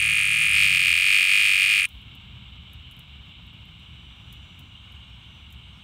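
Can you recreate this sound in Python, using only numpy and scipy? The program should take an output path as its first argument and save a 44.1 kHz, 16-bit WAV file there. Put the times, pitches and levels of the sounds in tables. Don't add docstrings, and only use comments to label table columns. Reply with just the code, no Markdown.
import sys
import numpy as np
from scipy import signal
from scipy.fft import rfft, irfft, next_fast_len
from scipy.io import wavfile

SR = 44100
rng = np.random.default_rng(int(sys.argv[2]) if len(sys.argv) > 2 else 0)


def dump(signal):
    limited = np.clip(np.atleast_2d(signal).T, -1, 1)
    pcm = np.round(limited * 32767).astype(np.int16)
    wavfile.write(sys.argv[1], SR, pcm)


N = 257103
T = np.arange(N) / SR

RISE_AT_S, RISE_S = 1.85, 0.12
CHORUS_FALL_DB_PER_S = 0.5


def cicada(roll_at_s=0.52, side_again_at_s=1.8, gain_db=-11.5, sway_db=0.66):
    # centre in Hz, width in Hz, gain in dB.
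    on_side = [(4350, 3600, -5), (5090, 280, -5.5), (6240, 760, 2.5), (9460, 1700, 6), (14000, 6100, -5)]
    # centre in Hz, width in Hz, gain in dB.
    tipping_colour = [(4550, 700, -4), (5030, 180, 14), (6200, 870, -6)]
    on_back = ramp(roll_at_s, 0.057) - ramp(side_again_at_s, 0.019)
    tipping = np.exp(-((T - 0.526) / 0.042) ** 2)
    buzz = tymbal_buzz(on_back)
    buzz = (1 - tipping) * buzz + tipping * colour(buzz, tipping_colour)
    buzz = on_back * buzz + (1 - on_back) * colour(buzz, on_side)
    posture_db = 0.3 * on_back - 0.6 * tipping
    return from_db(gain_db + posture_db + sway_db * drift(7.4)) * buzz


def tymbal_buzz(on_back, snap_db=-18, shrill_db=-10, muffled_db=-10, fizz_db=-23, fizz_t60=0.035):
    # time in seconds, strokes per second of both tymbals together.
    beat = [(0.0, 103), (0.15, 109), (0.21, 98), (0.28, 101), (0.41, 119), (0.5, 99), (0.6, 101),
            (0.78, 89), (0.84, 93.3), (0.93, 84), (1.04, 94), (1.15, 100), (1.22, 89.7), (1.42, 104),
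            (1.55, 91), (1.72, 107), (1.85, 88)]
    # when each of its three ribs buckles, in seconds into the stroke.
    rib_delays = [(0, .00242, .00493), (0, .0025, .00535)]
    # pitch in Hz, ring length in seconds, then ring, snap and
    # shrill gains in dB.
    first_ribs = [(2307, 0.0023, 4, -1, -9.5), (2427, 0.00318, 7, 6, -19), (2555, 0.001, 8.5, 2, -5.5)]
    second_ribs = [(2547, 0.0026, 6.7, -5, -10), (2457, 0.003, 3.64, 2.5, -15),
                   (2660, 0.0015, 6.7, -3, -0.5)]
    # pitch in Hz, width in Hz, gain in dB.
    shell_modes = [(1306, 230, -9), (1507, 360, -8.5), (2940, 1200, -32), (4400, 1060, 6),
                   (4904, 210, -8.5), (5270, 117, -19), (7830, 730, -3.5)]
    membrane_modes = [(8745, 944, 7), (9740, 200, -10), (14600, 730, -33)]
    # frequency in Hz, relative level in dB.
    fizz_spectrum = [(4000, 8), (6500, -3), (9000, -3.5), (10500, -5), (12500, -0.5), (15500, -4.5)]
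    # centre in Hz, width in Hz, gain in dB.
    body_colour = [(1080, 130, -10), (1530, 70, -6), (1660, 110, 3.5), (2440, 100, 2.5), (2680, 60, -1),
                   (2835, 100, 2.5), (2990, 100, -4), (3170, 170, 4.5), (3700, 120, -3), (3870, 100, 3),
                   (4010, 90, -3), (4265, 110, 3), (4740, 160, -3), (5280, 90, 2), (5480, 170, -4),
                   (6000, 300, -4), (8770, 170, 2), (15400, 700, -6)]
    strokes_per_s, = in_time(beat)
    hurry = 1 + 0.019 * drift(25)
    cycles = np.cumsum(strokes_per_s / 2 * hurry) / SR
    offset_cycles = 0.53
    first_tone, first_snaps, first_kicks = tymbal(cycles - offset_cycles, rib_delays[0], first_ribs)
    second_tone, second_snaps, second_kicks = tymbal(cycles, rib_delays[1], second_ribs)
    shell = ring((first_snaps + second_snaps) * from_db(snap_db), shell_modes)
    kicks = second_kicks + first_kicks * from_db(muffled_db * (1 - on_back))
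    membrane = high_pass(ring(kicks * from_db(shrill_db), membrane_modes), hz=5800, order=2)
    fizz_decay = from_db(fizz_db - 60 * T[:SR // 10] / fizz_t60)
    fizz = sum(signal.oaconvolve(snaps, fizz_decay * noise(fizz_spectrum)[:len(fizz_decay)])[:N]
               for snaps in (first_snaps, second_snaps))
    buzz = first_tone + second_tone + shell + membrane + fizz
    return high_pass(colour(buzz, body_colour), hz=1200, order=8)


def tymbal(cycles, delays, ribs, end_s=1.856, stroke_jitter_s=0.00055, rib_jitter_s=12e-6, uneven_db=0.7):
    pulls = np.interp(np.arange(100), cycles, T) + stroke_jitter_s * rng.standard_normal(100)
    pulls = pulls[pulls < end_s]
    tone, snaps, kicks = 0, 0, 0
    for delay, (hz, length, ring_db, snap_db, shrill_db) in zip(delays, ribs):
        late, force = rng.standard_normal((100, 2))[:len(pulls)].T
        buckles = clicks_at(pulls + delay + rib_jitter_s * late, from_db(uneven_db * force))
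        tone = tone + from_db(ring_db) * signal.oaconvolve(buckles, abdomen(hz, length))[:N]
        snaps = snaps + from_db(snap_db) * buckles
        kicks = kicks + from_db(shrill_db) * buckles
    return tone, snaps, kicks


def abdomen(hz, length, damping=1.77):
    t = np.arange(int(length * SR)) / SR
    return np.sin(2 * np.pi * hz * t) * np.sin(np.pi * t / length) * np.exp(-damping * t / length)


def claws(gain_db=-9, drag_s=0.009, bite_s=0.00038, slip_s=0.008, slip_db=-16, grit_db=4):
    # time in seconds, relative level in dB,
    # seconds for the crackle to fall 60 dB, centre of its bright peak in Hz.
    ticks = [(1.888, -35.5, .012, 15000), (2.0158, -53, 0.017, 13000), (2.151, -46, 0.022, 14400),
             (2.732, -43, 0.016, 12500), (2.9118, -41.5, 0.0083, 9600), (2.9184, -49, .012, 11500),
             (2.9657, -48, .012, 12000), (2.9925, -39, .012, 13500), (3.4665, -56, .02, 13500),
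             (3.535, -59, .012, 14000), (3.6531, -55, .015, 12000), (3.795, -59, .025, 10000),
             (4.3267, -34, 0.009, 13000), (4.592, -38, .012, 14000), (4.9212, -52, 0.014, 9500),
             (5.5044, -48, .01, 13000), (5.5248, -41.5, .012, 7000)]
    # frequency in Hz, relative level in dB.
    crackle_spectrum = [(3000, -29), (6000, -12), (9000, -10.5), (12500, -4), (15500, -10)]
    softness = np.exp(-1 / (bite_s * SR))
    crackle = noise(crackle_spectrum)
    grit = from_db(grit_db * drift(400))
    out = shuffle() * crackle
    for at, db, t60, hz in ticks:
        drag = from_db(-23) * ramp(at - drag_s, drag_s)
        catch = dying(clicks_at(np.array([at, at + slip_s]), from_db([0, slip_db])), t60)
        scrape = dying(clicks_at(np.array([at]), from_db([-22])), t60=0.1)
        rub = np.where(T < at, drag, scrape) * grit
        force = signal.lfilter([1 - softness], [1, -softness], catch + rub)
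        out = out + from_db(db) * colour(force * crackle, [(hz, 2000, 7.5)])
    return from_db(gain_db) * out


def shuffle(from_s=1.9, to_s=4.0, touches_per_s=3, gain_db=-64, spread_db=7):
    touches = (rng.random(N) < touches_per_s / SR) * (T > from_s) * (T < to_s)
    return dying(touches * from_db(gain_db + spread_db * rng.standard_normal(N)), t60=0.011)


def thin_high_ring(at_s=1.93):
    # pitch in Hz, width in Hz, gain in dB.
    modes = [(13930, 16, -72), (15350, 30, -73)]
    return ring(clicks_at(np.array([at_s]), [1]), modes)


def patio(x, scatter_db=-21, t60=0.05):
    t = T[:SR // 8]
    tail = rng.standard_normal(len(t)) * from_db(-60 * t / t60)
    return x + from_db(scatter_db) * signal.oaconvolve(x, tail / np.linalg.norm(tail))[:N]


def engine(turns_per_s=37.7, start_db=-41.5, faint_db=-53, hold_s=0.68, fade_db_per_s=19.5):
    # multiple of the turning rate, relative level in dB.
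    orders = [(2, -1), (3, -5), (4, -1.5), (4.5, -14), (6, -16)]
    # frequency in Hz, relative level in dB.
    roar_spectrum = [(30, 8), (70, -37), (200, 12), (300, -8), (600, -17), (1200, -9)]
    turns = np.cumsum(turns_per_s * (1 + 0.0077 * drift(2.48))) / SR
    drone = sum(from_db(db + 3 * drift(5.1)) * np.sin(2 * np.pi * (order * turns + rng.random()))
                for order, db in orders)
    roar = from_db(-11) * noise(roar_spectrum)
    level_db = np.maximum(start_db - fade_db_per_s * np.maximum(T - hold_s, 0), faint_db)
    return (rms_one(drone) + roar) * from_db(level_db) * (1 - ramp(start=1.73, length=0.38))


def surroundings(chorus_db=-49, rumble_db=-45, air_db=-60.5, rumble_fall_db_per_s=0.5):
    # frequency in Hz, relative level in dB.
    chorus_spectrum = [(1120, -54), (1900, -38), (1980, -28), (2110, -9), (2240, -5), (2600, -8.5),
                       (2790, 2), (2980, 0), (3280, -3.5), (3790, -6), (4850, -39.5), (5710, -34),
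                       (6170, -48), (7850, -27.5), (9000, -73), (11700, -71), (19800, -120)]
    rumble_spectrum = [(13, -61.5), (22, -42), (41, -12), (65, 1), (91, -5.5), (119, -4), (141, -10),
                       (183, -10.5), (500, -41), (650, -78), (1100, -120)]
    air_spectrum = [(200, -1.5), (500, -7.5), (1000, 1), (1400, 0.5), (1900, -6), (4500, -16),
                    (9000, -26.5), (11000, -29), (16000, -27)]
    chorus = from_db(chorus_db - CHORUS_FALL_DB_PER_S * T + 0.6 * drift(28)) * noise(chorus_spectrum)
    rumble = from_db(rumble_db - rumble_fall_db_per_s * T + 0.9 * drift(7.8)) * noise(rumble_spectrum)
    air = from_db(air_db + 1.1 * drift(24)) * noise(air_spectrum)
    early = 1 - ramp(RISE_AT_S, RISE_S)
    return from_db(-3 * early) * (chorus + air) + from_db(-9 * early) * rumble


def singers():
    # pitch in Hz, level in dB before the slow fade.
    voices = [(2930, -59.5), (3040, -58)]
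    song = sum(from_db(db - CHORUS_FALL_DB_PER_S * T) * wavering(hz, 70.46, rate=22, flutter_db=4.5)
               for hz, db in voices)
    return ramp(RISE_AT_S, RISE_S) * song


def whistles(hiss_db=-79):
    # start in seconds, length in seconds, pitch in Hz, level at the crest in dB.
    notes = [(3.65, 1.3, 5870, -76), (4.1, .7, 7050, -79), (4.3, 1.2, 6460, -83), (5.06, 0.13, 5500, -76),
             (5.2, 0.32, 6010, -76), (5.5, .6, 8570, -81), (5.58, .45, 6280, -79), (5.7, .12, 5500, -77)]
    # frequency in Hz, relative level in dB.
    hiss_spectrum = [(4500, -22), (5800, -10), (8400, 0), (10000, -20)]
    out = from_db(hiss_db) * noise(hiss_spectrum) * ramp(start=3.3, length=0.64)
    for start, length, hz, db in notes:
        swell = from_db(db) * np.sin(np.pi * ramp(start, length))
        out = out + swell * wavering(hz, waver_hz=11.8, rate=20, flutter_db=2)
    return out


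def wavering(hz, waver_hz, rate, flutter_db):
    turns = np.cumsum(hz + waver_hz * drift(rate)) / SR
    return rms_one(from_db(flutter_db * drift(rate)) * np.sin(2 * np.pi * turns))


def noise(spectrum):
    hz, db = np.transpose(spectrum)
    size = next_fast_len(N)
    bins = np.maximum(np.fft.rfftfreq(size, 1 / SR), 1)
    gains = from_db(np.interp(np.log(bins), np.log(hz), db))
    return rms_one(irfft(rfft(rng.standard_normal(size)) * gains, size)[:N])


def drift(rate):
    size, points_per_s = 8192, 1024
    bins = np.fft.rfftfreq(size, 1 / points_per_s)
    slow = irfft(rfft(rng.standard_normal(size)) / (1 + (bins / rate) ** 2))
    return np.interp(T * points_per_s, np.arange(size), rms_one(slow))


def ring(clicks, modes):
    out = 0
    for k, (hz, width, db) in enumerate(modes):
        r, w = np.exp(-np.pi * width / SR), 2 * np.pi * hz / SR
        mode = signal.lfilter([np.sin(w), 0], [1, -2 * r * np.cos(w), r * r], clicks + 1e-18)
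        out = out + (-1) ** k * from_db(db) * mode
    return out


def colour(x, peaks):
    for hz, width, db in peaks:
        w, g = 2 * np.pi * hz / SR, from_db(db / 2)
        a = np.sin(w) * width / (2 * hz)
        middle = -2 * np.cos(w)
        x = signal.lfilter([1 + a * g, middle, 1 - a * g], [1 + a / g, middle, 1 - a / g], x)
    return x


def high_pass(x, hz, order):
    return signal.sosfilt(signal.butter(order, hz, "high", fs=SR, output="sos"), x)


def clicks_at(times, gains):
    return np.bincount(np.clip(np.round(times * SR).astype(int), 0, N - 1), gains, N)


def dying(clicks, t60):
    return signal.lfilter([1], [1, -from_db(-60 / (t60 * SR))], clicks + 1e-18)


def ramp(start, length):
    return np.clip((T - start) / length, 0, 1)


def in_time(rows):
    s, *columns = np.transpose(rows)
    return [np.interp(T, s, c) for c in columns]


def from_db(db):
    return 10 ** (np.asarray(db) / 20)


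def rms_one(x):
    return x / np.sqrt(np.mean(x ** 2) + 1e-20)


def scene():
    near = patio(cicada() + claws() + thin_high_ring())
    return (near + engine() + surroundings() + singers() + whistles())[None]


def record(dry, cutoff_hz=15650):
    return signal.sosfilt(signal.ellip(12, .1, 80, cutoff_hz, fs=SR, output="sos"), np.tanh(dry))


dry = scene()
out = record(dry)
dump(out)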